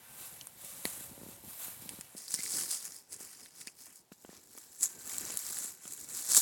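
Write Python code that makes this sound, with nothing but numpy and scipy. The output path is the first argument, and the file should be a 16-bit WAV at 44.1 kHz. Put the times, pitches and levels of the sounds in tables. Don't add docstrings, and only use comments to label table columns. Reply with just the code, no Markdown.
import sys
import numpy as np
from scipy import signal
from scipy.io import wavfile
from scipy.ndimage import uniform_filter1d

SR = 44100
rng = np.random.default_rng(int(sys.argv[2]) if len(sys.argv) > 2 else 0)


def to_wav(s):
    ch = np.atleast_2d(s).T
    pcm = np.round(np.clip(ch, -1, 1) * 32767)
    wavfile.write(sys.argv[1], SR, pcm.astype(np.int16))


N = 282945
PINES_S, TURN_S = 2.165, 4.1

# loudest moment t/s, core-band level/dB before echo,
# core swell by 20 dB t/s, core fade by 20 dB t/s, thin, middle and thick stalks against core level/dB
LITTER = [(2.181, -49, 0.097, 0.161, -1.0, -0.5, -1), (2.347, -40, 0.1, 0.047, -1, 0, -4),
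          (2.396, -44, 0.057, 0.13, 0, 0.5, -1), (2.545, -35.5, 0.158, 0.062, -3, -1, -5.0),
          (2.58, -35.9, 0.1, 0.22, -1, -2, -2.5), (2.714, -35.5, 0.035, 0.15, -5, -0.5, -4.5),
          (2.866, -45.5, 0.09, 0.028, -0.0, -1.5, -2), (2.954, -53, 0.19, 0.11, 1.0, 0, -1.5),
          (3.133, -45, 0.045, 0.061, -6, -5, -3), (3.206, -50.0, 0.028, 0.243, 0.0, -2, 2),
          (3.44, -56, 0.41, 0.083, -2, 1.5, 2), (3.612, -52, 0.12, 0.053, 0, 2, 1),
          (3.676, -53.5, 0.037, 0.069, -7, -2, 1.5), (3.829, -54.5, 0.11, 0.09, 3, 0, -1),
          (3.878, -56, 0.029, 0.1, -4.0, -7, 5), (3.963, -57.5, 0.069, 0.07, 1, -1.5, -6),
          (4.124, -60, 0.012, 0.031, 1.0, 6, 1), (4.237, -63.5, 0.18, 1, 1.5, 1, -4.0),
          (4.336, -64, 0.12, 0.12, -5.0, 10.5, 13), (4.582, -56, 0.15, 0.26, 2, 3, 2.5),
          (4.73, -57.5, 0.072, 0.427, -1, -0.5, -1.0), (4.839, -28, 0.041, 0.039, -16, -7.5, -10.5),
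          (4.903, -48, 0.04, 0.067, -3, -3, 1.5), (5.119, -44, 0.19, 0.286, 0.5, -0.5, 2.5),
          (5.302, -43, 0.16, 0.062, -6.0, 1.5, 5.5), (5.457, -51, 0.35, 0.27, 7.5, 6, 6),
          (5.642, -39.5, 0.5, 0.12, -5, -3.5, -3), (5.867, -49, 0.11, 0.062, -7, -1.5, 1.5),
          (5.916, -45, 0.086, 0.127, -3.0, -1.5, -3.5), (6.0, -48, 0.043, 0.14, -2.0, 0, -1.5),
          (6.102, -44, 0.037, 0.15, -4, -4.5, -1), (6.179, -39.5, 0.078, 0.57, -3.5, -1, -2),
          (6.303, -32.5, 0.032, 0.579, -9, 0.5, -5), (6.371, -23.5, 0.045, 0.07, -4.5, 1.0, -7.5)]
# f/Hz, relative level/dB per Hz
GRASS_COLOUR = [(240, -25), (500, -7.5), (1300, -8), (2200, -8.5), (3200, -9.5), (3900, -7.5),
                (4700, -10.5), (6000, -9.5), (7500, -3.5), (9500, -2.5), (11500, -1.5), (14000, -4),
                (16900, -10.5)]
# f/Hz, relative level/dB per Hz
LITTER_COLOUR = [(240, -45), (500, -17), (1900, -11.5), (3000, -15.5), (3900, -13), (5000, -3), (6000, -5),
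                 (7000, -2.5), (9000, -2), (10700, -4), (13000, -11), (16900, -12)]
# f/Hz, relative level/dB per Hz
TURNED_COLOUR = [(240, -32), (500, -16), (1700, -12), (3000, -17.5), (4000, -10.5), (6000, -6.5),
                 (7500, 1.5), (9300, -6), (10500, -4), (12000, -5), (13300, -11), (15000, -13), (16900, -7)]


def gain_of(db):
    return 10 ** (np.asarray(db) / 20)


def evened(x):
    return x / np.sqrt(np.mean(x ** 2) + 1e-20)


def add(mix, s, sound):
    part = mix[round(s * SR):][:len(sound)]
    part += sound[:len(part)]


def colour(x, points, size=4096):
    f, db = np.transpose(points)
    bins_hz = abs(np.fft.fftfreq(size, 1 / SR))
    log_gain = np.interp(np.log(bins_hz + 1), np.log(f), db) * np.log(10) / 20
    spectrum = np.exp(np.conj(signal.hilbert(log_gain)))
    taps = np.fft.ifft(spectrum).real[:size // 2]
    return signal.oaconvolve(x, taps / np.linalg.norm(taps))[:len(x)]


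def ring(x, hz, width_hz):
    r = np.exp(-np.pi * width_hz / SR)
    poles = [1, -2 * r * np.cos(2 * np.pi * hz / SR), r * r]
    return np.sqrt(1 - r * r) * signal.lfilter([1, 0, -r], poles, x)


def slow(hz, size=N):
    return evened(signal.lfilter(*signal.butter(1, hz, fs=SR), rng.standard_normal(size)))


def lumps_db():
    return 3.75 * slow(7.7)


def wind():
    # t/s, level/dB before lumps and bass cut
    gusts = [(0.0, -67.5), (0.63, -67), (1.02, -59), (1.26, -60.5), (1.38, -63.5), (1.8, -63.5),
             (1.85, -57), (2.05, -67.5), (2.2, -70)]
    # f/Hz, relative level/dB per Hz
    wind_colour = [(18, -33), (40, -10), (100, 1), (300, -5.5), (600, -16), (900, -9.5), (2000, -62)]
    t = np.arange(N) / SR
    s, db = np.transpose(gusts)
    level = gain_of(np.interp(t, s, db) + lumps_db())
    rumble = level * colour(rng.standard_normal(N), wind_colour)
    return np.where(t < PINES_S, rumble, 0)


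def air():
    # f/Hz, relative level/dB per Hz
    air_colour = [(24, -16), (40, -16), (65, -14), (680, -9), (898, -6), (1130, -16.5), (6800, -19),
                  (16900, -22)]
    return gain_of(-72) * colour(rng.standard_normal(N), air_colour)


def sputter(size, per_s, spread_db, burst_s):
    sizes_db = spread_db * np.minimum(rng.exponential(1, size), 3)
    clicks = gain_of(sizes_db) * (rng.random(size) < per_s / SR)
    return evened(signal.lfilter([1], [1, -np.exp(-1 / (burst_s * SR))], clicks)) ** 2


def sweeps(rows, t):
    linger = (0.76, 0.89, 1.0, 0.88)
    bend = 1.324
    s, db, swell_s, fade_s, thin_db, middle_db, thick_db = np.transpose(rows)[:, :, None]
    drop_db = -20 * np.where(t < s, (s - t) / swell_s, (t - s) / fade_s) ** bend
    gains = []
    for share_db, part in zip((thick_db, middle_db, 0, thin_db), linger):
        power = (gain_of(db + share_db + part * drop_db) ** 2).sum(0)
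        gains.append(np.sqrt(power + 1e-12))
    return gains


def rustle(rows, start, end, before, after, per_s, spread_db, clump_db, drift_db, hiss, q, burst_s, shared):
    # pitch f/Hz, kind [0 thick, 1 middle, 2 core, 3 thin]
    stalks = [(hz, np.searchsorted((3400, 5900, 11500), hz)) for hz in np.geomspace(500, 16000, 28)]
    # low f/Hz, high f/Hz
    core_hz = (6000, 11000)
    t = np.arange(start, end, 1 / SR)
    kinds = [np.interp(t, t[::64], g) for g in sweeps(rows, t[::64])]
    breaks = shared * sputter(len(t), 300, spread_db, burst_s)
    steady, swept = np.zeros(len(t)), np.zeros(len(t))
    for hz, kind in stalks:
        power = sputter(len(t), per_s / len(stalks), spread_db, burst_s) + breaks + hiss
        drive = np.sqrt(power) * rng.standard_normal(len(t))
        rung = ring(ring(drive, hz, hz / q), hz, hz / q)
        stalk = np.sqrt(hz) * evened(rung)
        steady += stalk
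        swept += stalk * kinds[kind] * gain_of(drift_db * slow(4.0, size=len(t)))
    band = signal.butter(2, core_hz, "band", fs=SR, output="sos")
    early, late = (colour(swept, c) / np.std(signal.sosfilt(band, colour(steady, c)))
                   for c in (before, after))
    clumps = gain_of(clump_db * slow(50, size=len(t)))
    return start, np.where(t < TURN_S, early, late) * evened(clumps)


def ground_echo(x):
    t = np.arange(2600) / SR
    reflections = rng.standard_normal(len(t)) * (rng.random(len(t)) < .1)
    tail = reflections * gain_of(-60 * t / 0.028) * (t > .0012)
    return gain_of(-11.5) * signal.oaconvolve(x, tail / np.linalg.norm(tail))[:N]


def tone(start, end, hz, db, width_hz):
    n = round((end - start) * SR)
    turns = np.cumsum(hz + width_hz * slow(28, size=n)) / SR
    return gain_of(db) * np.sqrt(2) * np.sin(2 * np.pi * turns) * signal.windows.tukey(n, .4)


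def ground_at(s):
    if s < PINES_S:
        return GRASS_COLOUR
    return LITTER_COLOUR if s < TURN_S else TURNED_COLOUR


def crack(db, modes_hz, q, tick, edge, t60, splinters, points):
    t = np.arange(700) / SR
    drive = splinters * rng.standard_normal(len(t)) * gain_of(-60 * t / t60)
    drive[0] = 1
    sound = sum(evened(ring(ring(drive, hz, hz / q), hz, hz / q)) for hz in modes_hz)
    sound = sound + tick * evened(colour(drive, points))
    sound = sound + edge * evened(np.diff(drive, n=2, prepend=[0, 0]))
    return gain_of(db) * sound / abs(sound).max()


def bump(db, hz):
    t = np.arange(2600) / SR
    swing = np.sin(2 * np.pi * 0.87 * np.log(1 + 2.43 * hz * t)) * np.exp(-hz * t / 0.79)
    sound = swing + 2.05 * ring(swing, 180, 77) * np.sqrt(60 / SR)
    return gain_of(db) * sound / abs(sound).max()


def tread():
    # f/Hz, relative level/dB per Hz
    tread_colour = [(18, -48), (50, -8), (200, -2.5), (400, -3), (900, -24.5), (2000, -57)]
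    offset_db, follow, smooth_s = -40.5, 0.54, 0.043
    t = np.arange(N) / SR
    thick_db = np.interp(t, t[::64], 20 * np.log10(sweeps(LITTER, t[::64])[0]))
    level_db = offset_db + follow * uniform_filter1d(thick_db, round(smooth_s * SR))
    rumble = gain_of(level_db + lumps_db()) * colour(rng.standard_normal(N), tread_colour)
    return np.where(t < PINES_S, 0, rumble)


def scene():
    # loudest moment t/s, core-band level/dB before echo,
    # core swell by 20 dB t/s, core fade by 20 dB t/s, thin, middle and thick stalks against core level/dB
    grass = [(0.061, -63, 0.696, 0.34, 1, 3, 7), (0.222, -50.5, 0.21, 0.37, -1.0, -0.5, -0.5),
             (0.414, -63, 0.032, 0.33, -1, -1, 0), (0.662, -50, 0.15, 0.77, -2.0, -0.5, -2.5),
             (0.86, -44.5, 0.04, 0.3, -4.5, -4, -3.5), (1.028, -53.5, 0.159, 0.12, 0, -2, -1.0),
             (1.315, -54.5, 0.274, 0.18, -2, -0.0, -0.5), (1.511, -50.5, 0.12, 0.256, 1.5, -0.5, -2.5),
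             (1.625, -46, 0.078, 0.23, 0.5, -1.5, -1.0), (1.827, -53.5, 0.094, 0.21, 0, 2, 0),
             (1.9, -53, 0.032, 0.32, -3, 1, 0), (2.171, -57.5, 0.172, 0.697, -5, -3.0, 1.0)]
    # start t/s, end t/s, pitch f/Hz, level/dB, waver f/Hz
    tones = [(.5, 1.49, 559, -69, 0.7), (0, 0.37, 1550, -71.5, 12), (4.84, 5.2, 1560, -71.5, 12),
             (2.376, 2.412, 2090, -51.5, 37), (3.678, 3.693, 2450, -58, 140)]
    # t/s, peak level/dB before echo, pitch f/Hz
    knocks = [(0.4116, -32.5, 3130), (0.8537, -20, 1890), (1.8918, -31, 2540), (2.011, -34.5, 2370),
              (2.3886, -34, 2170), (2.4033, -37, 2230), (2.4616, -31.5, 2130), (2.5856, -34, 1610),
              (3.4598, -41.5, 1850), (3.6148, -39, 2060), (3.6718, -35, 1880), (3.6793, -33.5, 2510),
              (4.121, -44, 1450), (4.2502, -46.5, 1440), (4.579, -43.5, 1190), (5.0985, -37, 1870),
              (5.1432, -39, 2100), (5.3025, -41.5, 1490), (5.3717, -40, 1800), (5.569, -38, 1730),
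              (5.8546, -42.5, 1360), (5.9791, -47, 1530), (6.3488, -24.5, 2000), (6.3736, -36, 1650)]
    # t/s, peak level/dB before echo, pitch f/Hz
    snaps = [(0.4124, -37, 4700), (0.4302, -39.5, 11000), (0.4708, -27, 9800), (0.648, -31, 10790),
             (0.8539, -18.5, 11000), (1.8925, -21.5, 8950), (2.0105, -25.5, 8700), (2.281, -29, 5000),
             (2.3077, -24, 7870), (2.3193, -23, 7000), (2.34, -21, 7200), (2.3418, -12.5, 9000),
             (2.3477, -17, 5700), (2.355, -28, 7030), (2.4334, -22, 8950), (2.437, -24, 8000),
             (2.4974, -31, 8850), (2.52, -19, 8850), (2.9214, -31, 6600), (2.9646, -32, 8400),
             (3.1245, -32, 8100), (3.1301, -29.5, 7500), (3.1434, -29, 7810), (3.6142, -31, 8350),
             (3.6723, -27, 9700), (3.6738, -30.5, 5000), (4.577, -32, 10300), (4.5845, -31, 6900),
             (4.8098, -22, 7490), (4.825, -25, 8100), (4.839, -16.5, 7900), (4.8412, -20.5, 7750),
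             (4.8576, -17, 7200), (5.1067, -31, 8640), (5.131, -31, 9420), (5.1827, -16, 7840),
             (5.252, -24, 6900), (5.322, -24.5, 10100), (5.3407, -27, 8400), (5.373, -13, 10000),
             (5.3917, -23, 10700), (5.4115, -26, 11040), (5.4656, -24, 8040), (5.5245, -24.5, 7940),
             (5.57, -27, 8870), (5.587, -19, 9900), (5.642, -23, 9600), (5.878, -27, 7340),
             (5.9235, -25.5, 7790), (6.012, -28, 8090), (6.044, -30, 7890), (6.0885, -33, 7800),
             (6.17, -23, 9600), (6.2938, -21, 8480), (6.2993, -22, 8090), (6.305, -17, 8800),
             (6.318, -13, 7440), (6.3345, -13, 7940), (6.34, -17, 8020), (6.348, -6, 8400),
             (6.3696, -7, 8050), (6.375, -6, 8000)]
    # t/s, peak level/dB before bass cut, f/Hz (swing starts at 2.1 times this)
    bumps = [(0.853, -26.5, 400), (1.0092, -46, 340), (1.1144, -46, 259), (1.178, -42, 412),
             (1.215, -41, 310), (1.2332, -39, 364), (1.2643, -40.5, 320), (1.2878, -41, 347),
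             (1.439, -47, 270), (1.6815, -43.5, 370), (1.8224, -47, 280), (1.859, -43, 280),
             (1.9358, -44, 285), (1.9883, -41, 310), (2.15, -40, 347), (2.3414, -42, 280),
             (2.3904, -42, 268), (2.5388, -44, 286), (2.5838, -41.5, 420), (3.2069, -42.5, 450),
             (3.6721, -45, 370), (4.1184, -41, 320), (4.2486, -37.5, 484), (4.292, -39.5, 383),
             (4.33, -45.5, 450), (4.5522, -47.5, 520), (4.5771, -46, 483), (5.301, -36, 625),
             (5.647, -47, 370), (5.8544, -45, 358), (6.378, -37, 357)]
    near, mix = np.zeros(N), wind() + air() + tread()
    add(near, *rustle(grass, 0, PINES_S, GRASS_COLOUR, GRASS_COLOUR, per_s=6000, spread_db=2.5,
                      clump_db=1.03, drift_db=0.6, hiss=3.1, q=6.0, burst_s=0.00036, shared=0.21))
    add(near, *rustle(LITTER, PINES_S, N / SR, LITTER_COLOUR, TURNED_COLOUR, per_s=2200, spread_db=2.5,
                      clump_db=1.46, drift_db=0.62, hiss=1.4, q=4.5, burst_s=0.00045, shared=1.2))
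    for row in tones:
        add(mix, row[0], tone(*row))
    for s, db, hz in knocks:
        add(near, s, crack(db, [hz, 1.905 * hz], q=2.2, tick=0.16, edge=0.025, t60=0.0053,
                           splinters=0.37, points=ground_at(s)))
    for s, db, hz in snaps:
        add(near, s, crack(db, [hz], q=3.4, tick=0.61, edge=0.41, t60=0.0047,
                           splinters=0.46, points=ground_at(s)))
    for s, db, hz in bumps:
        add(mix, s, bump(db, hz))
    return (mix + near + ground_echo(near))[None]


def record(dry):
    cut = signal.sosfilt(signal.butter(2, 45, "high", fs=SR, output="sos"), dry)
    limit = signal.firwin(1023, 17020, window=("kaiser", 9), fs=SR)
    return signal.oaconvolve(cut, limit[None], "same")


dry = scene()
out = record(dry)
to_wav(out)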